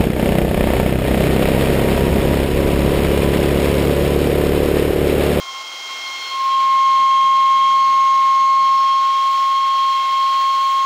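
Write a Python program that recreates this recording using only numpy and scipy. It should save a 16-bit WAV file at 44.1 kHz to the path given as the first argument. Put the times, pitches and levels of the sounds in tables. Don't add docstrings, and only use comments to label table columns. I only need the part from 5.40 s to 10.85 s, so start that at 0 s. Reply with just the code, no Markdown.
import sys
import numpy as np
from scipy import signal
from scipy.fft import rfft, irfft
from scipy.io import wavfile

SR = 44100
rng = np.random.default_rng(int(sys.argv[2]) if len(sys.argv) > 2 else 0)


def int16_out(signal):
    q = np.round(np.clip(np.atleast_2d(signal).T, -1, 1) * 32767)
    wavfile.write(sys.argv[1], SR, q.astype(np.int16))


N = 240464

CATCH_S, BUILD_S = 0.9, 0.19


def whistle(note_db):
    # (time [s], frequency [Hz])
    pitch = [(0.0, 1069), (0.4, 1070.0), (0.95, 1072), (1.2, 1072), (1.95, 1073.0), (2.4, 1076.0),
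             (2.6, 1075.0), (3.3, 1076.0), (4.15, 1079), (4.4, 1077), (4.6, 1074), (4.8, 1076),
             (5.45, 1078)]
    # (time [s], level [dB])
    second = [(0.0, -39.5), (0.4, -38.0), (0.7, -32.5), (0.98, -36.5), (1.07, -48.5), (1.33, -36.5),
              (3.1, -37.5), (3.8, -47), (4.25, -42), (4.38, -57), (4.62, -36.5), (4.8, -40.5),
              (4.88, -46.5), (5.45, -43.5)]
    third = [(0.0, -39), (0.92, -33), (1.06, -44.0), (1.14, -31), (1.28, -39.5), (1.85, -31), (2.08, -35.5),
             (2.27, -30.5), (2.42, -38), (3.18, -46), (3.27, -34.5), (3.36, -44.5), (3.5, -31.5),
             (3.599, -39), (3.77, -32.5), (3.9, -37.5), (4.299, -33.0), (5.45, -36)]
    fourth = [(0.0, -52.5), (0.36, -53), (0.9, -36.5), (1.019, -45.5), (1.401, -50.5), (1.58, -43.5),
              (1.779, -53), (2.2, -51.5), (2.45, -40), (2.681, -54), (3.12, -42), (3.521, -40),
              (3.7, -49.5), (4.45, -41), (4.66, -51), (4.78, -40), (5.2, -41), (5.45, -47.5)]
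    fifth = [(0.0, -52.5), (0.85, -49.5), (1.5, -57.0), (3.15, -53.5), (3.4, -46), (3.6, -51),
             (5.15, -52.5), (5.45, -65)]
    sixth = [(0.0, -55), (0.65, -57), (1.15, -65), (1.45, -49.5), (2.2, -53.5), (2.68, -45.5), (2.82, -53),
             (3.03, -47.5), (3.55, -54.5), (4.6, -60.5), (5.45, -47.5)]
    # (harmonic number [-], level [dB])
    high_overtones = [(7, -60), (8, -69.5), (9, -73.5), (10, -74.5)]
    lift_db = 0.98
    hz = curve(pitch) + 0.78 * waver(top_hz=24.6)
    phase = 2 * np.pi * np.cumsum(hz) / SR
    flutter = undb(np.minimum(note_db.max() - note_db, 14))
    tone = undb(note_db) * partial(phase, flicker=0.025 * flutter, rush=0.028)
    for k, table in enumerate((second, third, fourth), 2):
        db = curve(table)
        fade = undb(np.mean(db) - db)
        late_phase = k * phase - np.pi / 2
        overtone = partial(late_phase, flicker=0.064 * k * np.sqrt(fade), rush=0.033 * k * fade)
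        tone += undb(db + lift_db) * overtone
    for k, db in [(5, curve(fifth)), (6, curve(sixth)), *high_overtones]:
        tone += undb(db + 0.98 * waver(top_hz=3.5)) * partial(k * phase, flicker=0.2, rush=0.21)
    return tone


def note_level():
    # (start [s], length [s], level before lift [dB])
    sputters = [(0.005, 0.034, -33.5), (0.066, 0.044, -31.5), (0.129, 0.1, -34.5), (0.486, 0.053, -35.5),
                (0.632, 0.14, -36.5), (0.78, 0.15, -38)]
    # (time [s], level before lift [dB])
    held = [(1.4, -13), (3.34, -13.5), (3.76, -16), (4.48, -16), (4.64, -18.5), (4.8, -16), (5.42, -16.5)]
    sputter_lift_db, held_lift_db = 1.5, 0.7
    rise_s, fall_s, catch_edge_s = 0.019, 0.028, 0.013
    t = np.arange(N) / SR
    sputtering = undb(-44.5)
    for start, length, db in sputters:
        rise = ramp(start + rise_s / 2, rise_s / 2)
        fall = np.exp(-np.maximum(t - start - length + fall_s / 2, 0) / fall_s)
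        sputtering = np.hypot(sputtering, undb(db + sputter_lift_db) * rise * fall)
    sounding_s = catch_edge_s * np.logaddexp(0, (t - CATCH_S) / catch_edge_s)
    build = 1 - np.exp(-sounding_s / BUILD_S)
    full_note = undb(curve(held) + held_lift_db)
    return 20 * np.log10(sputtering * (1 - build) + build * full_note)


def partial(phase, flicker, rush):
    twinkle = flicker * (waver(top_hz=21.3) + 1j * waver(top_hz=22.0))
    skirt = rush * (waver(top_hz=55.5) + 1j * waver(top_hz=51.0))
    return np.sqrt(2) * np.real((1 + twinkle + skirt) * np.exp(1j * phase))


def steam_and_rumble(note_db):
    # (frequency [Hz], relative density [dB])
    drain_spectrum = [(60, -44.5), (180, -18), (330, -14), (700, -9), (1000, -10), (1700, -5), (2900, -2),
                      (4200, -3.5), (4700, -8), (6600, -15.5), (8200, -23), (10700, -27), (14000, -35),
                      (16000, -34)]
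    rumble_spectrum = [(20, -20.5), (55, -8.5), (110, -1), (200, 2.5), (320, -1.5), (600, -3.5),
                       (1300, -8.5), (2500, -15), (8000, -38)]
    leak_spectrum = [(150, -38), (350, -13), (800, -4), (1400, -1.5), (1750, -17.5), (3500, -7),
                     (4200, -4.5), (4700, -2), (5500, 0), (6500, -5.5), (8000, -18.5), (10000, -24),
                     (13500, -35)]
    spray_spectrum = [(3000, -36.5), (7000, 4.5), (8400, -4), (10000, -5), (12000, -10.5), (13700, -15.5),
                      (16000, -11)]
    # (time [s], level before lift [dB])
    drain_level = [(0.6, -41), (1.1, -39), (1.6, -40.0), (1.8, -40), (2.4, -40), (2.65, -41), (2.85, -40.0),
                   (3.15, -42), (3.8, -39.5), (4.4, -40), (4.75, -39), (5.45, -40.5)]
    spray_level = [(0.0, -55), (0.9, -52), (1.3, -59.5), (2.4, -57), (3.6, -58.5), (3.92, -51.5),
                   (4.25, -57.5), (5.3, -49.5), (5.45, -52)]
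    drain_lift_db, spray_lift_db = 6, 0.5
    supply_db = -3 * (1 - ramp(middle_s=0.5, half_s=0.066))
    spill = 1 - ramp(middle_s=0.97, half_s=0.13)
    drain_db = curve(drain_level) + drain_lift_db + supply_db - 1.5 * spill
    leak_db = -43.5 + 0.46 * supply_db + 8 * spill
    spray_db = curve(spray_level) + spray_lift_db
    rumble_floor_db = -69 + 6 * ramp(CATCH_S, BUILD_S)
    rumble_db = np.maximum(-49.5 + 3.3 * (note_db - note_db.max()), rumble_floor_db)
    peaks_db = spectral_peaks()
    drain = fluttering_noise(colour(drain_spectrum) + peaks_db, drain_db, depth_db=0.59, top_hz=10)
    rumble = fluttering_noise(colour(rumble_spectrum), rumble_db, depth_db=1.5, top_hz=12)
    leak = fluttering_noise(colour(leak_spectrum) + peaks_db, leak_db, depth_db=0.36, top_hz=22.5)
    spray = fluttering_noise(colour(spray_spectrum), spray_db, depth_db=0.4, top_hz=25)
    return drain + rumble + leak + spray


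def fluttering_noise(spectrum_db, level_db, depth_db, top_hz):
    return noise(spectrum_db) * undb(level_db + depth_db * waver(top_hz=top_hz))


def spectral_peaks():
    # (frequency [Hz], width [Hz], gain [dB])
    peaks = [(350, 70, 5), (490, 70, 4), (655, 70, 4), (815, 110, 6), (1080, 150, 7.5), (1400, 190, 6),
             (2020, 170, 3.5), (2270, 120, 5.5), (2730, 100, 4), (3030, 190, 4), (3280, 110, 4.5),
             (3480, 80, 2.5), (4100, 320, 4), (6600, 300, 3.5)]
    return sum(db * np.exp(-2 * ((bins() - hz) / width) ** 2) for hz, width, db in peaks)


def overload(x, ceiling_db, order):
    return x / (1 + np.abs(x / undb(ceiling_db)) ** order) ** (1 / order)


def noise(spectrum_db):
    shaped = irfft(rfft(rng.standard_normal(N)) * undb(spectrum_db), N)
    return shaped / np.sqrt(np.mean(shaped ** 2))


def waver(top_hz):
    return noise(-10 * np.log10(1 + (bins() / top_hz) ** 4))


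def colour(points):
    hz, db = np.transpose(points)
    return np.interp(np.log(bins()), np.log(hz), db)


def bins():
    return np.maximum(np.arange(N // 2 + 1) * SR / N, 1)


def curve(points):
    times, values = np.transpose(points)
    return np.interp(np.arange(N) / SR, times, values)


def ramp(middle_s, half_s):
    return 0.5 + 0.5 * np.tanh((np.arange(N) / SR - middle_s) / half_s)


def undb(db):
    return 10 ** (np.asarray(db) / 20)


def scene():
    note_db = note_level()
    return (whistle(note_db) + steam_and_rumble(note_db))[None]


def record(dry):
    low_cut_hz, high_cut_hz = 70, 15720
    port_band_hz, ring_db = (14350, 16000), 9.5
    x = overload(dry, ceiling_db=-7, order=10)
    x = signal.sosfilt(signal.butter(2, low_cut_hz, "high", fs=SR, output="sos"), x)
    ring = signal.sosfiltfilt(signal.butter(2, port_band_hz, "band", fs=SR, output="sos"), x)
    lifted = x + undb(ring_db) * ring
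    return signal.sosfilt(signal.ellip(12, 0.2, 80, high_cut_hz, fs=SR, output="sos"), lifted)


dry = scene()
out = record(dry)
int16_out(out)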